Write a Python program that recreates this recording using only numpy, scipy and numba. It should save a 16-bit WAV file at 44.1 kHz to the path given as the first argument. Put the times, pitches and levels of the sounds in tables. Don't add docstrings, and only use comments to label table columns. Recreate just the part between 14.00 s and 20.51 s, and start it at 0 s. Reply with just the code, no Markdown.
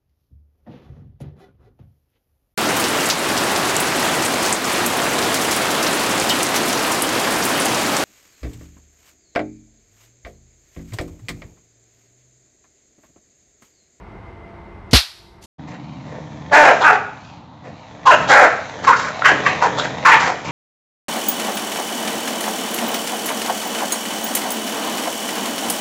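import sys
import numpy as np
from scipy import signal
from scipy.fft import rfft, irfft
from scipy.io import wavfile
from scipy.ndimage import uniform_filter1d, minimum_filter1d
from numba import njit

SR = 44100
rng = np.random.default_rng(int(sys.argv[2]) if len(sys.argv) > 2 else 0)


def waveform_to_disk(signal):
    frames = np.transpose(np.atleast_2d(signal))
    scaled = np.clip(frames, -1, 1) * 32767
    samples = np.round(scaled).astype(np.int16)
    wavfile.write(sys.argv[1], SR, samples)


N = 287091
TIME = np.arange(N) / SR


def undb(db):
    return 10 ** (np.asarray(db) / 20)


def level(x, db=0):
    return x * undb(db) / np.sqrt(np.mean(x ** 2) + 1e-18)


def add(out, start, x):
    i = int(start * SR)
    out[i:i + len(x)] += x[:N - i]


def colour(x, points):
    hz, db = np.transpose(points)
    f = np.fft.rfftfreq(len(x), 1 / SR)
    gain = undb(np.interp(np.log(f + 1), np.log(hz), db))
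    return irfft(rfft(x) * gain, len(x))


def butter(x, hz, kind, order=2):
    sos = signal.butter(order, np.minimum(hz, SR / 2 - 1), kind, fs=SR, output="sos")
    return signal.sosfilt(sos, x)


def cut(x, hz):
    return signal.sosfilt(signal.ellip(10, .2, 80, hz, fs=SR, output="sos"), x)


@njit
def svf(x, hz, width):
    y, band, low = np.empty(len(x)), 0., 0.
    for i in range(len(x)):
        g, k = np.tan(np.pi * hz[i] / SR), width / hz[i]
        v = (band + g * (x[i] - low)) / (1 + g * (g + k))
        band = 2 * v - band
        low = low + 2 * g * v
        y[i] = k * v
    return y


def resonance(x, hz, width):
    centre = hz * np.ones(len(x))
    return svf(svf(x + 1e-18, centre, float(width)), centre, float(width))


def walk(rate, size):
    knots = rng.standard_normal(2048)
    return np.interp(np.arange(size) * rate / SR, np.arange(len(knots)), knots)


def small_room():
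    # (frequency [Hz], relative level [dB per Hz])
    air_spectrum = [(20, -25), (45, 0.5), (90, 0.5), (140, -7.5), (200, -8.5), (260, -13.5), (350, -7),
                    (550, -15.5), (900, -12), (1500, -21), (2500, -30.5), (4000, -40), (8000, -55),
                    (14000, -67.5)]
    # (frequency [Hz], level [dB rms])
    hum = [(199.2, -48.5), (344.5, -49.5), (678.3, -54.5), (909.8, -53), (2067, -59)]
    # (time [s], level [dB])
    hush = [(0, -1), (.94, -1.5), (1.02, -33), (1.2, -13.5), (1.45, -8)]
    air = level(colour(rng.standard_normal(N), air_spectrum), -38)
    air += level(resonance(rng.standard_normal(N), 2080, 210), -56.0)
    air += sum(level(resonance(rng.standard_normal(N), hz, 4.3), db) for hz, db in hum)
    return air * undb(np.interp(TIME, *np.transpose(hush)) + .6 * walk(18, N))


def popper():
    # (frequency [Hz], relative level [dB per Hz])
    crack_spectrum = [(200, -28.5), (320, -37.5), (600, -9.5), (900, -6.5), (1500, -4), (2300, -2),
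                      (3200, 0.5), (4200, 5.5), (5400, -2), (6400, -10), (9000, -14), (12500, -14),
                      (14500, -41)]
    t = np.arange(SR) / SR
    out = np.zeros(N)
    scrape = level(resonance(rng.standard_normal(SR), 3900, 5000), -33) * np.exp(-t / .04)
    add(out, .911, scrape)
    crack = level(colour(rng.standard_normal(SR), crack_spectrum))
    fade = np.exp(-np.maximum(t - .022, 0) / 0.023) + undb(-22.0) * np.exp(-t / 0.1)
    ring = level(resonance(rng.standard_normal(SR), 5400, 2200), -48.5) * np.exp(-t / 0.078)
    thump_hz = 60 + 210 * np.exp(-t / .0055)
    thump = np.sin(2 * np.pi * np.cumsum(thump_hz) / SR) * np.exp(-(t / 0.037) ** 2)
    gust = level(resonance(rng.standard_normal(SR), 140, 380), -4) * np.exp(-(t / 0.023) ** 2)
    bang = undb(-4.0) * crack * fade + ring + undb(-1.0) * thump + gust
    add(out, .9315, bang * np.minimum(t / 0.0012, 1))
    flutter = undb(3.7 * walk(167, SR))
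    rustle = level(resonance(rng.standard_normal(SR) * flutter, 4700, 9000), -46.0)
    add(out, 1.41, rustle * np.minimum(t / 0.034, 1) * np.exp(-t / 0.2))
    return out


def folds(hz, jitter, scatter_db, rough, puff=0.71):
    size, rate = len(hz), np.mean(hz)
    cycles = np.cumsum(hz * np.exp(jitter * walk(rate, size))) / SR
    pulses = np.diff(np.floor(cycles), prepend=-1)
    air = rng.standard_normal(size) * np.exp(-(cycles % 1) / puff)
    rough = np.clip(rough, 0, 1)
    mix = np.sqrt(1 - rough) * level(pulses) + np.sqrt(rough) * level(air)
    return mix * undb(scatter_db * walk(rate, size))


def growl():
    # (time [s], level [dB])
    chest_curve = [(1.6, -35), (2.75, -35), (3.1, -43.5), (3.6, -46), (3.69, -37.5), (3.8, -47.5),
                   (4.0, -43), (4.22, -28.5), (4.45, -39.5), (4.78, -42.5), (4.9, -31.5), (5.17, -41),
                   (5.32, -32), (6.28, -34), (6.39, -43), (6.5, -29)]
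    # (time [s], level [dB])
    mouth_curve = [(1.7, -47.5), (2.45, -41.5), (2.751, -27), (3.08, -45), (3.331, -43.5), (3.47, -58),
                   (3.78, -44.5), (4.0, -43), (4.2, -27), (4.6, -34), (5.13, -30.5), (5.35, -24),
                   (5.95, -30), (6.15, -25.5), (6.5, -36.5)]
    # (centre [Hz], width of each band-pass [Hz], gain [dB])
    muzzle = [(492, 80, -9), (642, 380, 0), (857, 350, -11.5), (1960, 500, -6.5), (2310, 640, -12.5),
              (3320, 980, -14)]
    chest_db = np.interp(TIME, *np.transpose(chest_curve))
    mouth_db = np.interp(TIME, *np.transpose(mouth_curve))
    pulse_hz = 68 * np.exp(.12 * walk(4, N))
    source = folds(pulse_hz, jitter=.17, scatter_db=.7, rough=.2)
    chest = butter(butter(source, 105, "high", order=3), 280, "low", order=6)
    chest = level(level(chest) + level(resonance(source, 149, 92), -16.0))
    rasp = source + 1.1 * rng.standard_normal(N)
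    flaps = np.cumsum(23.5 + 3 * walk(12, N)) / SR
    rattle = 1 + np.exp(-((flaps % 1 - .3) / .17) ** 2)
    shape = np.exp(0.14 * walk(5.8, N))
    mouth = sum(undb(db) * resonance(rasp * rattle, hz * shape, width) for hz, width, db in muzzle)
    hiss = level(resonance(rng.standard_normal(N), 6070, 2400), -18.0) * undb(2.0 * walk(7.7, N))
    return chest * undb(chest_db) + (level(mouth) + hiss) * undb(mouth_db)


def formant(x, hz, width):
    centre = hz * np.ones(len(x))
    return svf(svf(x + 1e-18, centre, float(width)), centre, float(2.35 * width))


def voice(attack_s, length, db, fade_db, pitch, rough, jaw_open_hz, jaw_shut_hz,
          tongue_hz, tongue_db, lip_hz, lip_db, hiss_db):
    t = np.arange(int((length + 0.027) * SR)) / SR
    along = np.minimum(t / length, 1)
    attack = np.clip(t / attack_s, 0, 1) ** 1.4
    release = np.exp(-np.maximum(t - length + 0.0075, 0) / 0.0053)
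    push = attack * undb(-fade_db * along ** 0.54) * release
    hz = pitch * (1 + .11 * np.sin(np.pi * along) - .17 * along)
    hoarse = np.maximum(rough + 0.14 * (along - .5), 0)
    source = folds(hz, jitter=.09 * hoarse, scatter_db=3.2 * hoarse, rough=0.85 * hoarse)
    width = 185 + 150 * rough
    jaw_drop = 1 - 0.23 * np.exp(-t / 0.011)
    jaw_hz = jaw_open_hz * jaw_drop + (jaw_shut_hz - jaw_open_hz) * along ** 1.39
    jaw = level(formant(source, jaw_hz, width))
    tongue_glide = 1 - 0.1 * (along - .5)
    tongue = level(formant(source, tongue_hz * tongue_glide, 1.31 * width), tongue_db)
    lips = level(formant(source, lip_hz, 1.95 * width), lip_db)
    hiss = level(resonance(rng.standard_normal(len(t)), 4100, 6700), hiss_db) * undb(7.5 * (.5 - along))
    chest_db = -21.5 + 0.51 * min(-db, 22)
    chest = level(resonance(source, 496, 260), chest_db) * undb(4.5 * along)
    opening = np.clip(along / 0.14, 0, 1)
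    flap = undb(1.4 * walk(85.2, len(t)) + 2.6 * np.cos(2 * np.pi * 34 * t))
    return level((jaw + chest + opening * (lips - tongue + hiss)) * push * flap, db)


def snarl(length, db, jaw_hz, tongue_hz, lip_hz, bright_db):
    return voice(attack_s=0.023, length=length, db=db, fade_db=2, pitch=179.5, rough=.8,
                 jaw_open_hz=jaw_hz, jaw_shut_hz=jaw_hz * 0.86, tongue_hz=tongue_hz, tongue_db=bright_db,
                 lip_hz=lip_hz, lip_db=bright_db - 4, hiss_db=-5.5 + 1.17 * bright_db)


def bark(length, db, fade_db, pitch, rough, *mouth):
    attack_s = 0.013 + 0.081 * length
    hiss_db = -28 + 17 * rough
    return voice(attack_s, length, db, fade_db, pitch, rough, *mouth, hiss_db)


def snap(db, hz):
    t = np.arange(SR // 60) / SR
    click = rng.standard_normal(len(t)) * np.exp(-t / 0.0014)
    ring = resonance(click, hz, 500) + 0.0068 * click
    return undb(db) * ring / np.abs(ring).max()


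def tiled_room(x, t60_s, treble_t60_s, wet_db, early_db):
    t = np.arange(SR) / SR
    noise = rng.standard_normal(SR)
    low = butter(noise, 3000, "low", order=1)
    tail = low * np.exp(-np.log(1000) * t / t60_s)
    tail += (noise - low) * np.exp(-np.log(1000) * t / treble_t60_s)
    tail *= np.clip(t / 0.0098, 0, 1)
    response = undb(wet_db) * tail / np.linalg.norm(tail)
    response[0] += 1
    response[rng.integers(SR // 400, SR // 35, size=6)] += undb(early_db)
    return signal.fftconvolve(x, response / np.linalg.norm(response))[:N]


def dogs():
    # (start [s], length [s], level [dB], open jaw resonance [Hz],
    # tongue resonance [Hz], lip resonance [Hz], brightness [dB])
    snarls = [ (1.658, 0.11, -41, 710, 1870, 2470, -4.5), (2.037, 0.16, -37.5, 650, 1890, 2350, -11.5),
              (2.796, .045, -17.5, 920, 1480, 3500, -8), (3.623, 0.089, -39.5, 640, 1860, 2500, -10),
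              (4.272, 0.066, -16.5, 620, 1430, 3470, 2), (4.82, .056, -26, 910, 1310, 1910, 2.5),
              (4.94, 0.16, -25.5, 1100, 1460, 2030, 4.5), (5.763, .047, -21, 690, 1320, 3550, 3),
              (5.818, .046, -25, 686, 1700, 2280, 3), (6.179, 0.11, -20.5, 920, 1600, 2180, -0.5),
              (6.247, 0.066, -21.5, 773, 1340, 2160, -5.5), (6.429, 0.13, -27, 960, 2290, 2720, -4.5), ]
    # (start [s], length [s], level [dB], fade along the bark [dB],
    # base pitch [Hz], roughness [0-1], jaw resonance wide open [Hz], jaw resonance nearly shut [Hz],
    # tongue resonance [Hz], tongue level [dB], lip resonance [Hz], lip level [dB])
    barks = [ (2.51, .216, -3.5, 13, 285.8, 0.53, 788, 602, 1585, -3, 2390, -10.5),
             (2.825, 0.088, -6.5, -1.5, 298.8, 0.38, 850, 770, 1460, 5.5, 2510, -11.5),
             (2.904, 0.061, -17.5, 0, 416.2, 0.25, 764, 760, 1400, -22, 2270, -13),
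             (4.051, 0.041, -3.5, -5.5, 525.7, 0.4, 990, 1000, 1280, -18.5, 2800, -19),
             (4.098, .034, -4.5, 0, 349.6, 0.56, 915, 650, 1540, -1, 2750, -12),
             (4.283, .18, -3, 8.5, 265.9, 0.53, 764, 620, 1510, -0.5, 2150, -8.5),
             (4.867, 0.029, -3.5, 1, 527.7, 0.46, 1080, 1020, 1330, -7.5, 1950, -12),
             (4.906, 0.046, -13, -2, 364.8, 0.68, 1080, 1150, 1440, 7.5, 2100, -15),
             (5.237, .09, -9, 16.5, 390, 0.78, 1380, 450, 1770, 2, 2850, -10),
             (5.444, .098, -17, 22.5, 369, 0.7, 1260, 480, 1820, -4.5, 2390, -2),
             (5.606, 0.075, -15.5, 8.5, 480.3, 0.7, 1130, 570, 1674, -8, 2150, -14),
             (6.047, 0.044, -1, -3, 323.9, 0.68, 1260, 905, 1470, -2.5, 2170, -5),
             (6.098, 0.061, -7, -3, 464, 0.48, 940, 890, 1550, -5.5, 2020, 2.5), ]
    # (start [s], peak level [dB], ring [Hz])
    snaps = [(5.221, -3, 1396), (5.463, -1, 1730), (5.624, 5, 1020)]
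    # (frequency [Hz], relative level [dB per Hz])
    air_spectrum = [(24, -26.5), (40, -18), (114, 3), (211, -13), (373, -20.5), (916, -6), (1930, -30.5),
                    (2680, -32.5), (3890, -24.5), (7500, -59.5), (9750, -77), (16500, -120)]
    voices = growl()
    for start, *row in snarls:
        add(voices, start, snarl(*row))
    for start, *row in barks:
        add(voices, start, bark(*row))
    for start, db, hz in snaps:
        add(voices, start, snap(db, hz))
    room = tiled_room(voices, t60_s=0.52, treble_t60_s=0.56, wet_db=-6, early_db=-13.5)
    air = level(colour(rng.standard_normal(N), air_spectrum), -43.5)
    return cut(room + air, 7600)


def scene():
    silence_from_s, silence_to_s = 1.459, 1.582
    first = np.clip((silence_from_s - TIME) / 0.00055, 0, 1)
    second = np.clip((TIME - silence_to_s) / 0.014, 0, 1)
    return ((small_room() + popper()) * first + dogs() * second)[None]


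def record(dry):
    over = np.maximum(np.abs(dry) / 1.17, 1)
    gain = uniform_filter1d(minimum_filter1d(1 / over, size=111), size=111)
    clipped = np.clip(dry * gain, -1, 1)
    return cut(butter(clipped, 14200, "low", order=8), 15000)


dry = scene()
out = record(dry)
waveform_to_disk(out)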